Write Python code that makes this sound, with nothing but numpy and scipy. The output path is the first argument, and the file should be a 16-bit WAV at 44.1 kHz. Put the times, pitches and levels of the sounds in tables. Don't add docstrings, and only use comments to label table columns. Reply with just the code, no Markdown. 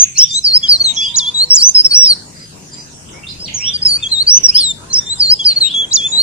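import sys
import numpy as np
from scipy import signal
from scipy.fft import rfft, irfft, next_fast_len
from scipy.io import wavfile
from scipy.ndimage import uniform_filter1d

SR = 44100
rng = np.random.default_rng(int(sys.argv[2]) if len(sys.argv) > 2 else 0)


def put_to_file(sound):
    columns = np.atleast_2d(sound).T
    safe = np.clip(columns, -1, 1)
    whole_steps = np.round(safe * 32767)
    wavfile.write(sys.argv[1], SR, whole_steps.astype(np.int16))


def invert_db(level):
    return 10 ** (np.asarray(level, dtype=float) / 20)


N = 274302


def evened(x):
    return x / np.sqrt(np.mean(x ** 2) + 1e-20)


def read(points, hz):
    f, value = np.transpose(points)
    return np.interp(np.log(hz + 1), np.log(f + 1), value)


def add(mix, start_s, sound):
    part = mix[..., round(start_s * SR):][..., :sound.shape[-1]]
    part += sound[..., :part.shape[-1]]


def wobble(size, span):
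    smooth = uniform_filter1d(rng.standard_normal(size), span)
    return evened(uniform_filter1d(smooth, span))


# (time [s], bass [dB], whoosh [dB])
TRAFFIC = [
    (0, -5.5, -10),
    (0.802, 0, -3),
    (1.198, -6, -3),
    (2.901, -6, -1),
    (3.298, 2.5, 2.5),
    (5.199, 2, 2),
    (5.602, -9, 3),
    (6.22, -2, 5.5),
]
# (pitch [Hz], level [dB], wander [Hz])
ENGINES = [
    (86, -52, 10),
    (150, -50, 8),
    (177, -57, 6),
]


def engines():
    s, bass_db, _ = np.transpose(TRAFFIC)
    swell_db = 1.5 * np.interp(np.arange(N) / SR, s, bass_db)
    out = np.zeros(N)
    for hz, db, wander_hz in ENGINES:
        turns = 2 * np.pi * np.cumsum(hz + wander_hz * wobble(N, 5000)) / SR
        level_db = db + 3 * wobble(N, 3000) + (hz < 120) * swell_db
        out += invert_db(level_db) * np.sin(turns)
    return np.sqrt(2) * out * invert_db(np.array([[1.8], [-2.4]]))


# (pitch [Hz], level per Hz [dB])
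BACKGROUND_COLOUR = [(29, -22), (60, 0), (277, -8.5), (711, -18), (950, -16), (1070, -20), (2810, -22.5),
                     (3670, -25), (6710, -17.5), (14500, -29), (16000, -77)]


def town(hz, t):
    s, bass_db, whoosh_db = np.transpose(TRAFFIC)
    drone_db = 3 * np.exp(-((hz - 150) / 30) ** 2)
    insect_end_db = -9 * (hz > 9700)
    bass = 1 / (1 + (hz / 120) ** 4)
    middle = np.exp(-np.log((hz + 1) / 800) ** 2)
    traffic_db = bass * np.interp(t, s, bass_db) + middle * np.interp(t, s, whoosh_db)
    return read(BACKGROUND_COLOUR, hz) + drone_db + insect_end_db + traffic_db


# (pitch [Hz], left-right likeness [-1 to 1])
LIKENESS = [(30, .75), (60, 0.9), (300, 0.75), (700, -.2), (2380, -0.1), (15000, -0.32)]
# (pitch [Hz], left minus right [dB])
LEFT_LEAN = [(60, 3.5), (380, 4), (800, 3), (2380, 0), (15000, -1)]


def background_hiss():
    patchy_db, level_db = 4, -37
    frames, hz = N // 256 + 5, np.fft.rfftfreq(1024, 1 / SR)
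    a, b, c, d, patches = rng.standard_normal((frames, 513, 5)).T
    patches = evened(uniform_filter1d(uniform_filter1d(patches, 14, 0), 14, 1))
    same = np.clip(read(LIKENESS, hz), -1, 1)[:, None]
    left = a + 1j * b
    right = same * left + np.sqrt(1 - same ** 2) * (c + 1j * d)
    z = np.array([left, right])
    z = z * invert_db(np.array([.5, -.5])[:, None, None] * read(LEFT_LEAN, hz)[:, None])
    colour_db = town(hz[:, None], np.arange(frames) * 256 / SR)
    patches_db = patchy_db * patches * np.minimum(hz[:, None] / 1000, 1)
    z = z * invert_db(colour_db + patches_db)
    return invert_db(level_db) * evened(signal.istft(z, nperseg=1024, noverlap=768)[1][:, :N])


# (pitch [Hz], time [s])
YARD_FADE = [(800, 1), (3000, 0.4), (6000, .35), (10000, 0.5)]


def yard(x, gap_s, stretch):
    taps = np.zeros((2, SR))
    at = np.arange(20, SR - 20, 20) + rng.integers(0, 20, (2, SR // 20 - 2))
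    np.put_along_axis(taps, at, rng.choice([-1., 1.], at.shape), 1)
    hz, t, z = signal.stft(taps, SR, nperseg=256)
    fade = invert_db(-60 * t / (stretch * read(YARD_FADE, hz)[:, None]))
    tail = signal.istft(z * fade, SR, nperseg=256)[1]
    tail = np.pad(tail, ((0, 0), (round(gap_s * SR), 0)))
    return signal.fftconvolve(x, tail / np.linalg.norm(tail[0]), axes=1)[:, :N]


def calls(rows, rough):
    out = np.zeros((2, N))
    for (s, length, *hz, db), side_db in zip(rows, rng.uniform(-3, 1, len(rows))):
        u = np.arange(round(length * SR)) / (length * SR)
        glide = np.interp(u, np.linspace(0, 1, len(hz)), hz)
        pitch = uniform_filter1d(glide, len(u) // 6, mode="nearest")
        tone = np.sin(2 * np.pi * np.cumsum(pitch) / SR) * (1 + rough * wobble(len(u), 60))
        tone *= (pitch / np.maximum(pitch, hz[-1])) ** 4
        tone = tone * signal.windows.tukey(len(u), .5)
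        add(out, s, invert_db(db + side_db * np.array([[1], [-1]])) * tone)
    return out


# (length [s], then pitches at even steps [Hz])
CALL_KINDS = dict(swoop=(.016, 3800, 3000, 2000), rise=(.14, 2050, 2350, 2750, 3000, 3300, 3620, 3600),
              low=(.11, 2420, 2560, 2660), zip=(.035, 3600, 3800, 5200),
              sink=(.055, 7100, 6200, 5500, 5050), murmur=(.09, 2100, 2206, 2440),
              hoot=(.045, 960, 940, 930), stroke=(.022, 4900, 4500, 3600), rasp=(.025, 9800, 8200, 6800))
# (time [s], length [s], first pitch [Hz], last pitch [Hz], level
# [dB])
LONG_LOW_TONES = [
    (.58, .32, 1085, 1090, -54),
    (.6, .42, 685, 680, -53),
    (.87, .13, 925, 920, -51),
    (1.03, .14, 950, 965, -52),
    (1.12, .39, 960, 980, -49),
    (1.12, .36, 1015, 1030, -49),
    (1.25, .3, 490, 495, -55),
    (4.67, .22, 820, 1060, -51),
    (4.85, .14, 1045, 1085, -50),
    (4.76, .15, 600, 715, -55),
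]
# (time [s], level [dB])
DOVE_HOOTS = [
    (1.67, -56),
    (1.89, -54),
    (2.14, -57),
    (2.54, -57),
    (2.71, -54),
    (2.91, -57),
    (3.53, -54),
]


def far_horns_and_dove():
    rows = [(s, length, a, (a + b) / 2, b, db) for s, length, a, b, db in LONG_LOW_TONES]
    rows += [(s, *CALL_KINDS["hoot"], db) for s, db in DOVE_HOOTS]
    dove = calls(rows, .4)
    return invert_db(3) * (dove + invert_db(-3) * yard(dove, .01, .6))


# (time [s], level [dB])
CALL_TIMES = dict(swoop=[(.025, -42), (.885, -42), (3.475, -37), (4.365, -43), (5.5, -41), (3.085, -52)],
              rise=[(.13, -36), (.985, -36), (3.58, -31.5), (4.48, -35), (5.61, -35)], low=[(1.9, -54),
              (3.96, -50.5), (5.99, -52)], zip=[(1.24, -36), (2.045, -32.5), (3.262, -37), (4.1, -43),
              (5.68, -39.5), (6.14, -43)], sink=[(.93, -38), (2.64, -58), (2.89, -57), (3.1, -56)],
              stroke=[(2.385, -56), (2.725, -55), (3.445, -43)], murmur=[(3.12, -54), (3.56, -53)],
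              rasp=[(.06, -58), (1.55, -47), (1.6, -50), (3.54, -55), (4.55, -54), (5.15, -52),
              (5.175, -52), (5.48, -54)])
BLURRED = ("swoop", "zip", "sink", "stroke", "rasp")


def far_bursts():
    bursts = calls([(s, *CALL_KINDS[kind], db) for kind in BLURRED for s, db in CALL_TIMES[kind]], 1.1)
    return invert_db(9) * bursts + invert_db(15.5) * yard(bursts, .004, .9)


# (time [s], length [s], pitch [Hz], level [dB])
FAR_WHISTLES = [(.28, .044, 4830, -40), (.32, .072, 6200, -38), (.42, .086, 5420, -42),
                (.68, .09, 5650, -42), (.8, .12, 6300, -43), (.98, .11, 4850, -39), (1.37, .027, 7200, -40),
                (1.6, .017, 7550, -38.5), (1.71, .012, 6250, -32), (2.33, .14, 4900, -54.5),
                (2.7, .14, 4900, -51), (2.73, .024, 7350, -47.5), (3.23, .023, 2760, -45.5),
                (3.262, .04, 3650, -44), (3.28, .04, 4150, -48), (3.28, .05, 4950, -48),
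                (3.58, .048, 6950, -50), (3.865, .034, 7000, -38), (4.93, .42, 3640, -51),
                (5.14, .025, 7600, -46), (5.22, .093, 7300, -46.5), (6.055, .088, 6950, -39)]


def far_birds():
    kinds = [kind for kind in CALL_TIMES if kind not in BLURRED]
    rows = [(s, *CALL_KINDS[kind], db) for kind in kinds for s, db in CALL_TIMES[kind]]
    rows += [(s, length, hz * .98, hz, hz, db) for s, length, hz, db in FAR_WHISTLES]
    birds = calls(rows, .45)
    return invert_db(14.5) * birds + invert_db(14) * yard(birds, .004, .9)


# (delay [ms], gain [factor])
CAGE_PATHS = [
    [(0.052, 0.79), (0.412, 0.52), (0.9, 0.295), (0.275, 0.28), (0.212, -0.48), (0.035, 0.084)],
    [(0, 1), (1.756, 0.25), (1.094, -0.245), (0.385, 0.325), (0.764, -0.34), (0.536, 0.355)],
]


def cage(x):
    size = next_fast_len(N + SR)
    hz = np.fft.rfftfreq(size, 1 / SR)
    ports = [sum(g * np.exp(-2j * np.pi * hz * ms / 1000) for ms, g in port) for port in CAGE_PATHS]
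    shade = invert_db(np.array([[0.5], [-2.5]]) / (1 + (7800 / (hz + 1)) ** 16))
    return irfft(rfft(x, size) * np.array(ports) * shade, size)[:, :N]


# (pitch [Hz], level [dB])
BEAK_OCTAVE = [(6000, 18.5), (7800, 1), (8400, -9), (8900, 0), (9600, -7), (10500, -15), (11500, -26),
               (14000, -40)]
# (pitch [Hz], level [dB])
THIRD_PARTIAL = [(10000, -40), (13000, -40), (15000, -22), (16500, -45)]


def note(rows, octave_db):
    s, hz, db = np.transpose(rows)
    t = np.arange(s[0], s[-1], 1 / SR)
    pitch = uniform_filter1d(np.interp(t, s, hz), 110, mode="nearest")
    turns = 2 * np.pi * np.cumsum(pitch * (1 + .0025 * wobble(len(t), 40))) / SR
    level = invert_db(np.interp(t, s, db) + .9 * wobble(len(t), 200))
    tone = np.sin(turns)
    tone = tone + invert_db(octave_db + read(BEAK_OCTAVE, 2 * pitch)) * np.sin(2 * turns)
    third = invert_db(read(THIRD_PARTIAL, 3 * pitch)) * level ** 2
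    tone = tone + third * np.sin(3 * turns)
    since_start = t - s[0] + (s[0] == 0)
    edge = np.clip(np.minimum(since_start, s[-1] - t) / 0.0027, 0, 1)
    return np.sqrt(2) * level * tone * edge


# (time [ms], pitch [Hz])
MOTIF_GLIDES = dict( flick=[(0, 4300), (4, 4400), (11, 6650), (22, 5500), (33, 5090), (63, 5680),
                (76, 5760)], lift=[(0, 3600), (33, 3570), (56, 3880), (94, 4110)], scoop=[(0, 5300),
                (26, 4690), (81, 4175), (99, 4230), (134, 5110), (156, 5170)], leap=[(0, 3220), (16, 3390),
                (51, 3060), (60, 5080), (66, 5120), (74, 4880), (90, 4640), (136, 4110), (146, 4010)],
                dot=[(0, 4330), (14, 4390), (36, 4420)], slide=[(0, 4350), (14, 4200), (40, 3820),
                (64, 3800), (89, 3670)], arch=[(0, 3110), (8, 3320), (76, 3415), (120, 3200), (130, 3050)],
                spike=[(0, 3790), (19, 3970), (28, 6750), (34, 6880), (43, 6550), (52, 5000), (62, 3620),
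                (104, 3240), (150, 3530), (167, 3480)], climb=[(0, 3690), (10, 3920), (40, 3820),
                (88, 4280), (111, 4420)])
# (time [ms], pitch [Hz])
FLOURISH_GLIDES = dict( tail=[(0, 6130), (20, 6300), (33, 6500), (44, 6780)], peak=[(0, 5480), (34, 5480),
                   (43, 5950), (57, 7450), (70, 5200), (102, 4440), (118, 4620), (134, 5720), (202, 6340)],
                   blip=[(0, 5190), (10, 5330), (33, 5280)], hold=[(0, 5000), (12, 5160), (44, 5000),
                   (73, 5040)], bow=[(0, 4400), (11, 4550), (27, 4330), (34, 4590), (50, 5570), (74, 5810),
                   (143, 5460), (216, 4270), (235, 4020)])
# (time [ms], pitch [Hz])
WARMUP_GLIDES = dict( peep=[(0, 5020), (22, 4920), (52, 5550), (64, 5600)], cup=[(0, 6660), (13, 6660),
                 (38, 5950), (54, 5730), (95, 5420), (149, 5710), (164, 5760)], chip=[(0, 4800), (8, 4850),
                 (30, 4740)], wave=[(0, 5170), (19, 5150), (39, 4720), (53, 4580), (88, 4410), (129, 4670)],
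                 tick=[(0, 3390), (7, 3670), (25, 3200), (56, 3360)], dip=[(0, 3840), (11, 4210),
                 (48, 3720), (70, 3720), (107, 4250), (121, 4430)], step=[(0, 4330), (10, 4620), (28, 4720),
                 (39, 5330), (48, 5700), (111, 6040), (125, 6100)], jab=[(0, 5020), (8, 5120), (25, 5000)],
                 drop=[(0, 5800), (11, 5780), (40, 5500)], fall=[(0, 4600), (15, 4950), (38, 5410),
                 (59, 4740), (77, 4320), (111, 3900), (163, 3610), (182, 3550)])
# (octave level [dB], efforts at even steps [dB])
BREATH = dict(flick=(-38, [0, 1, -3, -3, -5, -3, -3, -4, -8]), lift=(-11, [-3, -5, -7, -6, 0, 1, 0, -2, 4]),
          scoop=(-30, [-4, -2, 0, -2, -2, -1, 2, 1, 0]), leap=(-24, [5, 0, -3, -7, -1, 1, 0, -1, -4]),
          dot=(-38, [-2, 2, 1, -1]), chip=(-34, [-3, -1, 0, 3]), slide=(-20, [-2, 2, 2, 2, 1, 0, 1, -1, 2]),
          arch=(-25.5, [7, 2, 1, 1, 0, 0, -1, 2]), spike=(-25, [-3, -2, -4, -3, -4, -3, -3, 0, 1]),
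          climb=(-23, [3, -4, -3, -1, -1, 2, 3, 0, -5]), tail=(-20, [-3, -3, -3, 0, 3]),
          peak=(-14, [0, -3, -7, -10, -13, -6, -10, -6, -4]), hold=(-14, [0, 0, -1, -3, -1, -4]),
          blip=(-14, [-2, 0, -1, -5, -8]), jab=(-14, [8, 2, -3, -3, -5]),
          bow=(-16, [0, -2, 0, -6, -1, -1, -6, 4, 2]), peep=(-42, [-4, -4, -2, 4]),
          cup=(-31, [-1, -10, -14, -18, -14, -10, -8, -8, -13]), wave=(-13.5, [6, 0, -1, 1, 0, -1]),
          tick=(-19, [5, -1, 0, 3]), dip=(-20, [2, 0, -2, -5, -2, -1, 1, 1]),
          step=(-26, [-5, -2, -3, -5, -7, -7, -6, -7]), drop=(-19.5, [-5, -4, -2, 2, 6]),
          fall=(-10, [-2, 0, -4, -6, -1, -2, -2, -3, -3]))
# (pitch [Hz], level [dB])
THROAT_LOUDNESS = [(3000, -28.5), (3400, -21), (3800, -14.5), (4300, -8), (4700, -8), (5150, -5),
                   (5800, -6), (6500, -3), (7400, -1.5)]


def breath_curve(name, start, length, first_hz, effort_db):
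    attack_s, release_s, edge_db = .014, .012, -17
    glide_db, glide_hz_per_ms, regain_ms = -15, 300, 5
    ms, hz = np.transpose({**MOTIF_GLIDES, **FLOURISH_GLIDES, **WARMUP_GLIDES}[name])
    octave_db, push_db = BREATH[name]
    t = np.arange(0, length, 1 / 1000)
    u = t / length
    pitch = np.interp(u, ms / ms[-1], hz) * first_hz / hz[0]
    push = np.interp(u, np.linspace(0, 1, len(push_db)), push_db)
    db = effort_db + read(THROAT_LOUDNESS, pitch) + push
    thin = np.tanh(np.maximum(np.gradient(pitch), 0) / glide_hz_per_ms) ** 2
    recovery = signal.lfilter([1 / regain_ms], [1, 1 / regain_ms - 1], thin)
    db = db + glide_db * np.maximum(thin, recovery)
    opening = np.minimum(t / attack_s + (start == 0), (length - t) / release_s)
    db = db + edge_db * (1 - np.clip(opening, 0, 1)) ** 2
    return np.transpose([start + t, pitch, db]), octave_db


# (syllable [name], time [s], length [s], first pitch [Hz], effort [dB])
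FIRST_PHRASE = [("tail", 0, .046, 6130, 5), ("chip", .152, .03, 4250, -13), ("flick", .172, .078, 4350, 3),
                ("lift", .303, .095, 3600, -2), ("scoop", .438, .145, 5320, -1.5),
                ("leap", .627, .146, 3220, 1.5), ("dot", .795, .036, 4340, -1.5),
                ("slide", .837, .089, 4350, -.6), ("arch", .963, .132, 3120, -.6),
                ("spike", 1.139, .165, 3790, -.6), ("climb", 1.34, .111, 3690, .6),
                ("peak", 1.501, .202, 5480, 4.5), ("hold", 1.745, .073, 5000, .6),
                ("blip", 1.843, .034, 5190, 3), ("bow", 1.905, .236, 4400, -.6)]
# (syllable [name], time [s], length [s], first pitch [Hz], effort [dB])
SECOND_PHRASE = [("peep", 3.392, .064, 5020, -22), ("cup", 3.538, .165, 6660, -7),
                 ("chip", 3.732, .042, 4770, -11), ("chip", 3.816, .026, 4950, -10),
                 ("wave", 3.848, .129, 5170, -6), ("tick", 4.024, .056, 3390, -1.5),
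                 ("dip", 4.112, .121, 3840, .6), ("step", 4.264, .127, 4330, 1.5),
                 ("drop", 4.432, .04, 5800, -.6), ("jab", 4.483, .027, 5020, -.6),
                 ("fall", 4.543, .182, 4600, -.6), ("chip", 4.897, .034, 4170, -14),
                 ("flick", 4.924, .078, 4260, -3), ("lift", 5.056, .091, 3600, -6),
                 ("scoop", 5.195, .15, 5270, -1.5), ("leap", 5.39, .148, 3220, -.6),
                 ("dot", 5.557, .036, 4310, -2), ("slide", 5.603, .087, 4340, .6),
                 ("arch", 5.736, .122, 3100, .6), ("spike", 5.909, .171, 3790, .6),
                 ("climb", 6.118, .114, 3690, .6)]


def warbler():
    song = np.zeros(N)
    for row in FIRST_PHRASE + SECOND_PHRASE:
        add(song, row[1], invert_db(2) * note(*breath_curve(*row)))
    effort = uniform_filter1d(abs(song), 900)
    air = signal.lfilter(*signal.butter(1, 6500, fs=SR), rng.standard_normal((2, N)))
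    near = cage(song)
    return near + invert_db(-18) * yard(near, 0.0041, 1.05) + invert_db(-26) * effort * air


def scene():
    background = background_hiss() + engines()
    far = far_horns_and_dove() + far_bursts() + far_birds()
    return background + far + warbler()


def squeeze(x, own_db, near_db, loudest_db, treble_db, whim_db, starve_db):
    hz, t, z = signal.stft(x, SR, "cosine", nperseg=2048, noverlap=1024)
    band = np.floor(30 * np.log10(1 + hz / 900)).astype(int)
    member = np.arange(band[-1] + 1)[:, None] == band
    size = np.sqrt(member @ abs(z) ** 2 / member.sum(1, keepdims=True))
    apart = np.arange(len(member))[:, None] - np.arange(len(member))
    spread = invert_db(near_db - np.where(apart > 0, 3.0, -7.0) * apart)
    step = invert_db(own_db) * size + spread @ size + invert_db(loudest_db) * size.max(1, keepdims=True)
    whim = evened(uniform_filter1d(rng.standard_normal(size.shape), size=3))
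    step = step[:, band] + invert_db(treble_db) * (hz[:, None] > 9600)
    step = step * invert_db(whim_db * whim[:, band])
    step = step / (1 + (500 / (hz[:, None] + 1)) ** 2)
    z = (np.round(z.real / step) + 1j * np.round(z.imag / step)) * step
    z = z * (hz[:, None] < 16000)
    z = z * ((size[:, band] > invert_db(starve_db) * step) | (hz[:, None] > 9600))
    return signal.istft(z, SR, "cosine", nperseg=2048, noverlap=1024)[1][:, :N]


def roll_off(x):
    return signal.sosfilt(signal.butter(12, 17530, fs=SR, output="sos"), x)


def record(dry):
    swing = uniform_filter1d(abs(signal.hilbert(dry, next_fast_len(N))[:, :N]), 30)
    held = dry / np.maximum(swing / .99, 1)
    grit = np.diff(rng.standard_normal((2, N + 1))) * np.clip(swing - .8, 0, .3)
    clipped = np.clip(held, -.95, .95) + invert_db(-27) * grit
    kept = squeeze(clipped, own_db=-17, near_db=-28.5, loudest_db=-47, treble_db=-77, whim_db=9.5, starve_db=-7)
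    return roll_off(np.clip(kept, -1, 1))


dry = scene()
out = record(dry)
put_to_file(out)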